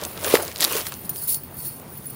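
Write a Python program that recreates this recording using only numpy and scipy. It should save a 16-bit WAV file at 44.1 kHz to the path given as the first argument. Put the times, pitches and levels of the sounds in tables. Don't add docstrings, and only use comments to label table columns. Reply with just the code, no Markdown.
import sys
import numpy as np
from scipy import signal
from scipy.fft import rfft, irfft, next_fast_len
from scipy.io import wavfile
from scipy.ndimage import uniform_filter1d, map_coordinates

SR = 44100
rng = np.random.default_rng(int(sys.argv[2]) if len(sys.argv) > 2 else 0)


def inscribe(sig):
    pcm = np.round(np.clip(np.atleast_2d(sig).T, -1, 1) * 32767)
    wavfile.write(sys.argv[1], SR, pcm.astype(np.int16))


def invert_db(level):
    return 10 ** (np.asarray(level, dtype=float) / 20)


N = 94815
TOP_HZ = 15850


def unit(x):
    return x / np.sqrt(np.mean(x ** 2) + 1e-20)


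def along(points, hz):
    f, db = np.transpose(points)
    return invert_db(np.interp(np.log(hz + 1), np.log(f + 1), db, left=-120, right=-120))


def curve(rows, col):
    rows = np.array(rows)
    return np.interp(np.arange(N) / SR, rows[:, 0], rows[:, col])


def wobble(rate):
    return map_coordinates(rng.standard_normal(N // 100), [np.arange(N) * rate / SR])


def filtered(x, response):
    m = next_fast_len(N + 8192)
    return irfft(rfft(x, m) * response(np.fft.rfftfreq(m, 1 / SR)), m)[:N]


def resonances(peaks):
    def response(f):
        total = 0
        for k, (hz, width, db) in enumerate(peaks):
            damping = 1j * f * width
            total = total + (-1) ** k * invert_db(db) * damping / (hz * hz - f * f + damping)
        return total
    return response


def place(s, rows):
    at = np.round(np.asarray(s) * SR).astype(int)[:, None] + np.arange(rows.shape[1])
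    return np.bincount(at.ravel(), rows.ravel(), N + SR)[:N]


def grit(count, scatter_db):
    when, sign, size = rng.random((count, 3)).T
    pulses = np.sign(sign - 0.5) * invert_db(-scatter_db * np.log(size + 1 / 50))
    return unit(place(when * N / SR, pulses[:, None]))


def patchy(x):
    z = signal.stft(x, nperseg=512)[2]
    field = uniform_filter1d(rng.standard_normal(z.shape), size=7, axis=0)
    field = uniform_filter1d(field, size=5, axis=1)
    patch_db = 1.8 * unit(field)
    return unit(signal.istft(z * invert_db(patch_db), nperseg=512)[1][:N])


# frequency in Hz, level in dB.
AIR_COLOUR = [(15, -56), (25, -8), (148, -3.5), (502, -13.5), (641, -17), (859, -16.5), (1020, -18.5),
              (1120, -20), (8500, -39.5), (11000, -71), (18700, -120)]
# centre in Hz, width in Hz, level in dB rms.
ENGINES = [(86, 11, -41.5), (138.5, 25, -62.5)]
ENGINE_FADES = [-7, 7.5]


def outdoors():
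    air = patchy(filtered(rng.standard_normal(N), lambda f: along(AIR_COLOUR, f)))
    air = air * invert_db(-41.5 + 0.25 * wobble(3.8) + 0.6 * wobble(17))
    for (hz, width, db), fade_db in zip(ENGINES, ENGINE_FADES):
        band = filtered(rng.standard_normal(N), lambda f: resonances([(hz, width, 0)])(f) ** 2)
        air = air + unit(band) * invert_db(db + fade_db * np.arange(N) / SR + 0.5 * wobble(6.2))
    return air


# start in seconds, peak in dB, pitch in Hz, 60 dB decay in seconds.
BLOWS = [(.3395, 6.5, 440, 0.018), (.3397, -32, 350, 0.062), (.356, -19, 467, 0.038),
         (.372, -21, 780, 0.013), (.43, -23, 680, .04), (.752, -16.5, 440, 0.077), (0.63, -24, 1900, 0.046),
         (.245, -19.5, 600, 0.041), (.714, -23, 1150, 0.026), (1.11, -28.5, 150, 0.18),
         (1.37, -28, 142, 0.18), (.97, -32, 250, .1)]


def thumps():
    attack_s, board_low_hz = 0.00052, 168
    s, db, hz, t60 = np.transpose(BLOWS)[:, :, None]
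    t = np.arange(4000) / SR
    ring = np.sin(2 * np.pi * hz * t) * (1 - np.exp(-t / attack_s))
    push = place(s[:, 0], -invert_db(db - 60 * t / t60) * ring)
    return filtered(push, lambda f: 1j * f / (1j * f + board_low_hz))


# start in seconds, scrape level in dB, pressure on the board in dB over it.
DRAGS = [
    [(0.0, -40.5, -3.5), (0.024, -36.5, -1.5), (0.052, -36.5, -4.5), (0.062, -45.5, 3), (0.158, -45, -3.5),
     (0.178, -43.5, 1.5), (0.186, -44.5, 6), (0.2, -36, -29)],
    [(0.2, -42, -4), (0.236, -35.5, -0.5), (0.31, -27.5, -6), (0.34, -24.5, -8.5), (0.352, -23.5, 5),
     (0.382, -36, 11), (0.524, -41, -9), (0.54, -48, 1)],
    [(0.68, -32.5, -3.5), (0.686, -31, -9.5), (0.768, -25.5, -7.5), (0.842, -40, -11), (0.876, -39.5, -3.5),
     (0.906, -44, -22), (0.92, -42.5, 5), (0.98, -51.5, -28)],
]
# frequency in Hz, level in dB.
CARD_COLOUR = [(410, -31), (700, -12), (1090, -5.5), (1830, -2.5), (2680, -1), (7640, -8), (12000, -7.5),
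               (15600, -6), (22000, -120)]
# frequency in Hz, level in dB.
TAPE_COLOUR = [(410, -42), (700, -5.5), (1590, -8.5), (4120, -1.5), (8790, -15), (11900, -2), (15800, -25)]
# time in seconds, level in dB.
TAPE_TEAR = [
    (0.588, -58),
    (0.6, -32),
    (.617, -29),
    (.626, -21.5),
    (0.633, -24),
    (0.637, -33),
    (0.643, -19),
    (0.657, -25),
    (.67, -50),
]
# frequency in Hz, width in Hz, level in dB.
BOARD_MODES = [(315, 114, -6), (438, 84, -2), (579, 106, -3.5), (847, 150, -6), (1090, 430, -11.5)]


def scrape():
    rows = sum(DRAGS, []) + [(1.12, -54.5, 0.0047), (1.2, -99, 0)]
    level_db = curve(rows, 1)
    pressure_db = np.minimum(curve(rows, 2), 4)
    rub = grit(count=8000, scatter_db=3) + invert_db(-5) * rng.standard_normal(N)

    card = patchy(filtered(rub, lambda f: along(CARD_COLOUR, f)))
    card = card * invert_db(level_db - 1 + 1.53 * wobble(130.1))

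    tear_db = curve([(0, -99)] + TAPE_TEAR + [(0.8, -99)], 1)
    stick_db = 2 * wobble(250)
    tape = unit(filtered(grit(count=20000, scatter_db=5.0), lambda f: along(TAPE_COLOUR, f)))
    tape = tape * invert_db(tear_db + stick_db)

    body = unit(filtered(rub, resonances(BOARD_MODES)))
    body = body * invert_db(level_db + pressure_db + 1.5 + 2.6 * wobble(70.16))
    return card + tape + body


# start in seconds, peak in dB, centre in Hz.
RELEASES = [(0.0372, -17, 4300), (0.051, -13, 5940), (0.176, -21, 4180), (.249, -14, 1490),
            (.349, -9, 4070), (.352, -14, 2400), (0.3544, -2.5, 2090), (0.362, -19, 2480),
            (.372, -11, 1560), (0.4252, -14, 10300), (.4708, -23, 1500), (.4799, -17.5, 5300),
            (0.725, -11, 11500), (0.733, -12, 2520), (.814, -15, 5600), (.868, -12, 1600),
            (0.872, -20, 5530), (0.9226, -23, 1200), (.8705, -20, 1300), (0.94, -20, 6000),
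            (1.346, -10, 9800)]
# start in seconds, peak in dB, centre in Hz.
TAPE_SNAPS = [(.5603, -14, 4500), (.5705, -22, 4300), (.5806, -18, 11500), (.586, -23, 5200),
              (.5882, -21, 13000), (.5952, -22, 1600), (.6023, -19, 4500), (.6062, -5, 10000),
              (.6068, -11, 3500), (.6126, -10, 7500), (.6132, -13, 3800), (.6197, -10, 4400),
              (.6228, -12, 6000), (.6255, -7, 4100), (.627, -14, 12000), (.6294, -11, 4050),
              (.6315, -10, 3700), (.6332, -10, 4100), (.6334, -14, 13500), (.64, -10, 9650),
              (.6427, 0, 11500), (.6429, -7, 3500), (.6462, -11, 6600), (.6486, -4, 4600),
              (1.0938, -11, 13500), (1.0963, -12, 14500), (1.1603, -25, 4300)]
# start in seconds, peak in dB, centre in Hz.
SLIPS = [(.0145, -21, 2960), (.0358, -18, 13000), (.0385, -15, 8000), (.1005, -32, 8000),
         (.2115, -24, 4000), (.2395, -12.5, 9000), (.2455, -7, 4800), (.305, -15, 2980), (.3228, -13, 3000),
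         (.3285, -12.5, 3000), (.4308, -19, 3000), (.451, -18, 5700), (.515, -27, 4500), (.5171, -23, 5000),
         (.5255, -25, 4300), (.6994, -16, 3300), (.7545, -15, 5500), (.767, -11, 5200), (.354, -5, 3960),
         (.3105, -13, 12000), (.7838, -10, 8950), (.7906, -15, 13500), (.8686, -29, 6040),
         (.885, -19, 12500), (.9223, -15, 5860), (.9402, -19, 9000), (1.094, -17, 9100),
         (1.2765, -13.5, 12000), (1.0962, -21.5, 5200), (.6428, -8, 10500), (1.0562, -29, 10700),
         (1.3463, -13, 9700), (1.7993, -22.5, 12000)]


def snags():
    t = np.arange(512) / SR
    f = np.fft.rfftfreq(512, 1 / SR)
    # 60 dB decay in seconds, Q
    rows = [(*r, 0.005, 2.6) for r in RELEASES + TAPE_SNAPS] + [(*r, 0.0015, 0.9) for r in SLIPS]
    cracks = []
    for s, db, hz, t60, q in rows:
        burst = rng.standard_normal(512) * invert_db(-60 * t / t60) + 2.5 * (t == 0)
        broad = invert_db(-16) * f / (f + 1500)
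        crack = irfft(rfft(burst) * (resonances([(hz, hz / q, 0)])(f) + broad))
        cracks.append(invert_db(db + 1) * crack / np.abs(crack).max())
    return place([r[0] for r in rows], np.array(cracks))


def struck(s, db, hz, t60, size):
    rise_s = 0.00085
    t = np.arange(size) / SR
    decay = invert_db(db[:, None] - 60 * t / t60[:, None])
    return place(s, decay * np.sin(2 * np.pi * hz[:, None] * t) * (1 - np.exp(-t / rise_s)))


# time in seconds, strength in dB.
SHAKES = [
    [(0.0, -55), (0.032, -36), (0.19, -42), (0.244, -28), (0.354, -24), (0.408, -37.5), (0.422, -30),
     (0.522, -48), (0.53, -43)],
    [(0.67, -33.5), (0.762, -25), (0.84, -37), (0.886, -29), (0.902, -48), (0.918, -36.5), (1.026, -43),
     (1.038, -37), (1.05, -35)],
    [(1.08, -46), (1.098, -36), (1.125, -36.5), (1.195, -26.5), (1.27, -30.5), (1.282, -16), (1.35, -21),
     (1.385, -39), (1.47, -42)],
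    [(1.51, -49.5), (1.585, -33), (1.61, -29), (1.675, -29), (1.7, -35.5), (1.83, -47), (1.95, -41),
     (2.07, -37.5), (2.15, -41)],
]
# frequency in Hz, spread between rings in Hz, level in dB.
RING_MODES = [(4450, 109, -16), (5220, 149, -20), (9780, 330, -0.5), (12140, 930, 1.5), (14800, 430, 5)]
RING_DECAYS = [.12, .1, .07, .03, .06]
# frequency in Hz, level in dB.
RATTLE_COLOUR = [(2000, -26.5), (3500, -19.5), (5500, -17.5), (8300, -14), (9200, -4.5), (11000, -6.5),
                 (16000, -7.5)]
# start in seconds, peak in dB, pitch in Hz.
LOUD_CLINKS = [(0.4248, -15.5, 10250), (0.9667, -26, 15500), (0.9887, -21, 13900), (1.055, -26, 10700),
               (1.6, -29.5, 4500), (1.65, -32, 4350), (1.23, -32, 4450), (.459, -21, 15500),
               (1.0945, -6.5, 14540), (1.099, -16, 9650), (1.104, -35, 4200), (1.178, -27, 4860),
               (1.292, -10, 9860), (1.3, -36, 4400), (1.315, -28, 5300), (1.344, -21, 4530),
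               (1.3435, -12, 9760), (1.4335, -16, 15000), (1.5419, -22, 14600), (1.568, -24, 14500),
               (1.815, -26, 15250), (1.8954, -27, 15600), (1.9245, -35, 15200), (1.937, -25, 9800),
               (1.9729, -18, 14800), (2.056, -15, 15400), (2.1, -20, 9190), (2.0664, -13.5, 10000),
               (2.0981, -17, 15300)]


def ring_mesh(shake_db, count=1600):
    when, size = rng.random((count, 2)).T
    s = when * (N - 1) / SR
    hit_db = shake_db[(s * SR).astype(int)] - 3.5 * np.log(size + 0.023)
    mesh = 0
    for (hz, spread, db), t60 in zip(RING_MODES, RING_DECAYS):
        tune, loud, damp = np.clip(rng.standard_normal((count, 3)), -2, 2).T
        pitch = np.minimum(hz + spread * tune, TOP_HZ)
        mesh = mesh + struck(s, hit_db + db + 3 * loud, pitch, t60 * invert_db(2 * damp), size=1900)
    return mesh


def clinks():
    s, db, hz = np.transpose(LOUD_CLINKS)
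    db = db - 9.5
    t60 = np.full(len(s), 0.055)
    first = struck(s, db, hz, t60, size=3000)
    partner = struck(s + 0.001, db - 4.5, hz * 0.975, t60 / 2, size=3000)
    return first + partner


def jingle():
    shake_db = curve(sum(SHAKES, []), 1) + wobble(34.9)
    contacts = grit(count=6000, scatter_db=-1.0) + 0.5 * rng.standard_normal(N)
    rattle = patchy(filtered(contacts, lambda f: along(RATTLE_COLOUR, f)))
    return invert_db(-17) * ring_mesh(shake_db) + invert_db(shake_db - 7.5) * rattle + clinks()


def scene():
    return (outdoors() + thumps() + scrape() + snags() + jingle())[None]


def low_pass(x):
    return signal.sosfilt(signal.butter(12, 16820, fs=SR, output="sos"), x)


def record(dry):
    low_cut_hz, clip_top, hardness = 63, 1.05, 6
    x = filtered(dry[0], lambda f: (1j * f / (1j * f + low_cut_hz)) ** 2 * (f < TOP_HZ))
    mix = x / (1 + np.abs(x / clip_top) ** hardness) ** (1 / hardness)
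    return low_pass(mix[None])


dry = scene()
out = record(dry)
inscribe(out)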